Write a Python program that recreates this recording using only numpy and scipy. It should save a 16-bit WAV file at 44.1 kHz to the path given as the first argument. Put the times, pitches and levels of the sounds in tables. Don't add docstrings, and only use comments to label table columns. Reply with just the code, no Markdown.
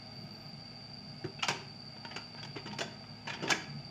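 import sys
import numpy as np
from scipy import signal
from scipy.fft import rfft, irfft, next_fast_len
from scipy.io import wavfile
from scipy.ndimage import map_coordinates

SR = 44100
rng = np.random.default_rng(int(sys.argv[2]) if len(sys.argv) > 2 else 0)


def dump_mix(stems):
    frames = np.atleast_2d(stems).T
    limited = np.clip(frames, -1, 1)
    pcm = np.round(limited * 32767).astype(np.int16)
    wavfile.write(sys.argv[1], SR, pcm)


N = 171990

# pitch_hz, level_db
CRACK_COLOUR = [(50, -62), (95, -15), (140, -2), (330, -2), (540, -6.5), (700, -1.5), (900, 0),
                (1130, -6.5), (1450, -2), (2050, -4.5), (2900, -1), (3950, -12), (4700, -7), (6200, -10),
                (7100, -11), (7900, -26), (10000, -31), (13000, -45), (15200, -32)]
CRACK_RISE_S = 0.0017


def amp(db):
    return 10 ** (np.asarray(db) / 20)


def unit(x):
    return x / np.sqrt(np.mean(x ** 2) + 1e-20)


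def along(points, hz):
    pitches, values = np.transpose(points)
    return np.interp(np.log(hz + 1), np.log(pitches + 1), values)


def curve(points):
    return np.interp(np.arange(N) / SR, *np.transpose(points))


def wobble(per_s):
    return map_coordinates(rng.standard_normal(int(N * per_s / SR) + 4), [np.arange(N) * per_s / SR])


def filtered(x, response):
    size = next_fast_len(N + SR // 2)
    return irfft(rfft(x, size) * response(np.fft.rfftfreq(size, 1 / SR)), size)[:N]


def noise(colour):
    return unit(filtered(rng.standard_normal(N), lambda hz: amp(along(colour, hz))))


def lifts(peaks, hz, half_width_hz=0, share=0):
    return sum(db / (1 + ((hz - centre) / (half_width_hz + share * centre)) ** 2) for centre, db in peaks)


def engine():
    # cycles_per_turn, level_db
    shaft_tones = [(2, -73), (4, -59.5), (9, -61)]
    # pitch_hz, half_width_hz, level_db
    hollows = [(145.3, 11.2, -3), (205.4, 11, -6), (163, 31, -10.5)]
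    # pitch_hz, level_db
    clatter_colour = [(33, -37), (52, -14), (85, -9), (130, -17), (200, -2), (260, -14.5), (330, -13),
                      (460, -14), (540, -19), (630, -12), (780, -6.5), (1000, -22.5), (1500, -19.5),
                      (1850, -26), (2200, -18.5), (2900, -24), (4200, -29.5), (5500, -65)]
    # pitch_hz, boost_db
    panels = [(625, 6.5), (730, -3), (1260, 10.5), (1620, 8), (2190, 8), (2640, 8.5), (2830, 10.5),
              (3540, 10.5)]
    # time_s, level_db
    effort = [(0, -0.5), (1.7, -2), (2.4, -0.5), (3.9, -0.5)]
    shaft_hz, drift = 27.24, 0.0025
    turns = np.cumsum(shaft_hz * (1 + drift * wobble(4.47))) / SR
    tones = np.zeros(N)
    for cycles, db in shaft_tones:
        level = amp(db + wobble(5.77)) * np.sqrt(2)
        tones += level * np.sin(2 * np.pi * (cycles * turns + rng.random()))
    firing = 1 + 0.15 * np.cos(4 * np.pi * turns)
    cavities = lambda hz: sum(amp(db) * (2j * hz * half / (pitch ** 2 - hz ** 2 + 2j * hz * half)) ** 2
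                              for pitch, half, db in hollows)
    boom = filtered(firing * rng.standard_normal(N), cavities)
    throb = amp(4 * wobble(per_s=14))
    cover = lambda hz: amp(along(clatter_colour, hz) + lifts(panels, hz, half_width_hz=18.3))
    clatter = filtered(firing * rng.standard_normal(N), cover)
    return tones + amp(curve(effort)) * (amp(-51) * unit(boom * throb) + amp(-54.5) * unit(clatter))


def insects():
    # pitch_hz, level_db
    whine_colour = [(3000, -61), (4340, -50), (4510, 1), (4700, 6.5), (4870, -2), (4985, -31), (5300, -41),
                    (5450, -18), (5700, -17.5), (5850, -44), (9000, -51), (9500, -30.5), (10000, -40.5),
                    (16000, -80)]
    # time_s, level_db
    swell = [(0, 2), (.8, 2.5), (1.7, 2), (2.3, 4), (3.2, -0.5), (3.9, 2)]
    chorus = unit(noise(whine_colour) * amp(wobble(per_s=70)))
    return amp(-54.5 + curve(swell)) * chorus


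def hiss():
    # pitch_hz, level_db
    hiss_colour = [(2500, -1.5), (4000, -12), (5200, -4.5), (6100, -6.5), (7000, -4.5), (8200, -13.5),
                   (10000, -18.5), (13000, -26.5), (15200, -17)]
    return amp(-69.5) * noise(hiss_colour)


def groan_and_squeal():
    # start_s, length_s, start_hz, end_hz, level_db
    glides = [(0.16, 0.3, 355, 330, -65), (0.094, 0.42, 13980, 13900, -81)]
    jitter_hz, flutter_db = 45, 4
    out = np.zeros(N)
    for start_s, length_s, start_hz, end_hz, db in glides:
        progress = np.linspace(0, 1, int(length_s * SR))
        arch = np.abs(np.sin(np.pi * progress))
        hz = (start_hz + (end_hz - start_hz) * progress) * (1 + 0.013 * arch)
        hz += jitter_hz * wobble(700)[:len(hz)]
        level = amp(db + flutter_db * wobble(90.3)[:len(hz)]) * np.sqrt(2 * arch)
        add(out, start_s, level * np.sin(2 * np.pi * np.cumsum(hz) / SR))
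    return out


def add(track, start_s, sound):
    part = track[max(round(start_s * SR), 0):][:len(sound)]
    part += sound[:len(part)]


def knocks():
    # start_s, level_db, fade_s
    hits = [(1.241, -35.5, 0.14), (2.556, -37, 0.13), (3.421, -40, 0.21), (3.492, -37, 0.3)]
    # pitch_hz, level_db
    knock_colour = [(60, -31), (125, 1.5), (240, -8.5), (320, -2.5), (420, 3.5), (520, -13), (1500, -17),
                    (3000, -27), (7000, -41), (10000, -59)]
    out = np.zeros(N)
    ring = bucket_ring(lambda hz: along(knock_colour, hz))
    for start_s, db, fade_s in hits:
        add(out, start_s, amp(db) * signal.fftconvolve(burst(rise_s=0.0035, fade_s=fade_s), ring))
    return out


def burst(rise_s, fade_s, size=13000):
    splinters_per_s, spread_db = 970, 2
    t = np.arange(size) / SR
    grit, strengths = rng.standard_normal((2, size))
    splinters = unit(grit * amp(spread_db * strengths[(t * splinters_per_s).astype(int)]))
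    shape = (1 - np.exp(-t / rise_s)) * amp(-60 * t / fade_s)
    return splinters * shape / shape.max()


def bucket_ring(colour, size=4096):
    # pitch_hz, boost_db
    bucket_notes = [(320, 11), (385, 11), (927, 7.5), (1538, 1.5), (1625, -2.5), (1712, 2), (2308, 4.5),
                    (3010, 0.5), (3490, 6.5), (5500, 4), (6570, 3.5)]
    hz = np.fft.rfftfreq(size, 1 / SR)
    gain = amp(colour(hz) + lifts(bucket_notes, hz, share=0.01))
    folded = irfft(np.log(gain))
    folded[1:size // 2] *= 2
    folded[size // 2 + 1:] = 0
    ring = irfft(np.exp(rfft(folded)))
    return ring / np.linalg.norm(ring)


def cracks():
    # start_s, level_db, bass_db, treble_db, ring_hz, fade_s
    breaks = [(1.387, -46.5, 0, -14, 2630, 0.12), (1.424, -35, -22, -4, 2850, 0.084),
              (1.431, -24, -32, -5.5, 3104, 0.019), (1.440, -31, -1, -0.5, 856, 0.058),
              (1.483, -22, -3.5, 1, 2540, 0.061), (1.499, -32, 7, -19, 807, 0.1),
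              (1.509, -32.5, 2, 0.5, 1600, 0.041), (1.545, -44, 11, -9, 2560, 0.13),
              (2.048, -38, 1, -11.5, 966, 0.05), (2.107, -45, -0.5, -10, 2070, 0.13),
              (2.161, -36, 3.5, -2, 1367, 0.082), (2.374, -50, -1, -13, 1610, 0.2),
              (2.428, -43, -2.5, -4, 3350, 0.073), (2.448, -47, -9, 0, 880, .07),
              (2.559, -43.5, -5, -10, 2090, 0.16), (2.656, -40, 14, -5, 1380, 0.11),
              (2.669, -42, -8, -8, 5570, 0.054), (2.712, -45, -6, -12, 3010, 0.036),
              (2.728, -40.5, -1.5, -4.5, 870, 0.078), (2.786, -30.5, 7, 1, 2890, 0.064),
              (2.805, -30.5, -0.5, -2.5, 652, 0.11), (3.271, -36, -2.5, -6.5, 1710, 0.14),
              (3.296, -36, 0, -8, 2435, 0.12), (3.333, -39.5, -0.5, -6.5, 3120, 0.1),
              (3.423, -35.5, 13.5, -3, 906, 0.25), (3.475, -36, 3.5, -8, 1700, 0.095),
              (3.492, -33.5, -12, -1, 706, 0.041), (3.501, -23.5, -5, 5.5, 1385, 0.073),
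              (3.514, -26, 0, -5.5, 1681, 0.11)]
    ripple_db, spacing_hz, ring_db = 2.8, 129.96, 12.5
    out = np.zeros(N)
    for start_s, db, bass_db, treble_db, ring_hz, fade_s in breaks:
        tilt = [(450, bass_db), (750, 0), (3500, 0), (5800, treble_db), (14000, 1.34 * treble_db)]
        ripple = ripple_db * rng.standard_normal(1024)
        piece = lambda hz: (np.interp(hz / spacing_hz, np.arange(len(ripple)), ripple)
                            + lifts([(ring_hz, ring_db)], hz, half_width_hz=57))
        ring = bucket_ring(lambda hz: along(CRACK_COLOUR, hz) + along(tilt, hz) + piece(hz))
        rise_s = CRACK_RISE_S + 0.000068 * max(-treble_db, 0)
        crack = signal.fftconvolve(burst(rise_s, fade_s), ring)
        add(out, start_s, amp(db) * among_trees(crack))
    return out


def among_trees(x):
    # pitch_hz, fade_s
    echo_fades = [(150, 1), (500, 0.47), (2500, 0.48), (7000, 0.35), (14000, 0.3)]
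    echo_db, build_s = -11, 0.012
    hz, t, bands = signal.stft(rng.standard_normal(SR // 2), SR, nperseg=256)
    fade = amp(-60 * t / along(echo_fades, hz)[:, None])
    tail = signal.istft(bands * fade * (1 - np.exp(-t / build_s)), SR, nperseg=256)[1]
    echo = amp(echo_db) * tail / np.linalg.norm(tail)
    return signal.fftconvolve(x, signal.unit_impulse(len(echo)) + echo)


def debris():
    # start_s, end_s, bits_per_s, level_db
    showers = [(1.945, 3.2, 9.5, -47.5), (3.253, 3.409, 90, -47.5), (3.396, 3.484, 120, -44.5)]
    # pitch_hz, change_db
    dulling = [(900, 1), (3200, -8), (5500, -22)]
    out = np.zeros(N)
    ring = bucket_ring(lambda hz: along(CRACK_COLOUR, hz) + along(dulling, hz))
    for start_s, end_s, per_s, db in showers:
        count = int((end_s - start_s) * per_s)
        for k, (delay, strength) in enumerate(rng.random((count, 2))):
            tick = signal.fftconvolve(burst(CRACK_RISE_S, fade_s=0.025, size=2048), ring)
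            add(out, start_s + (k + delay) / per_s, amp(db) * (0.5 + strength) * tick)
    return among_trees(out)[:N]


def scene():
    return (engine() + insects() + hiss() + groan_and_squeal() + knocks() + cracks() + debris())[None]


def record(dry):
    return filtered(dry[0], lambda hz: hz < 15520)[None]


dry = scene()
out = record(dry)
dump_mix(out)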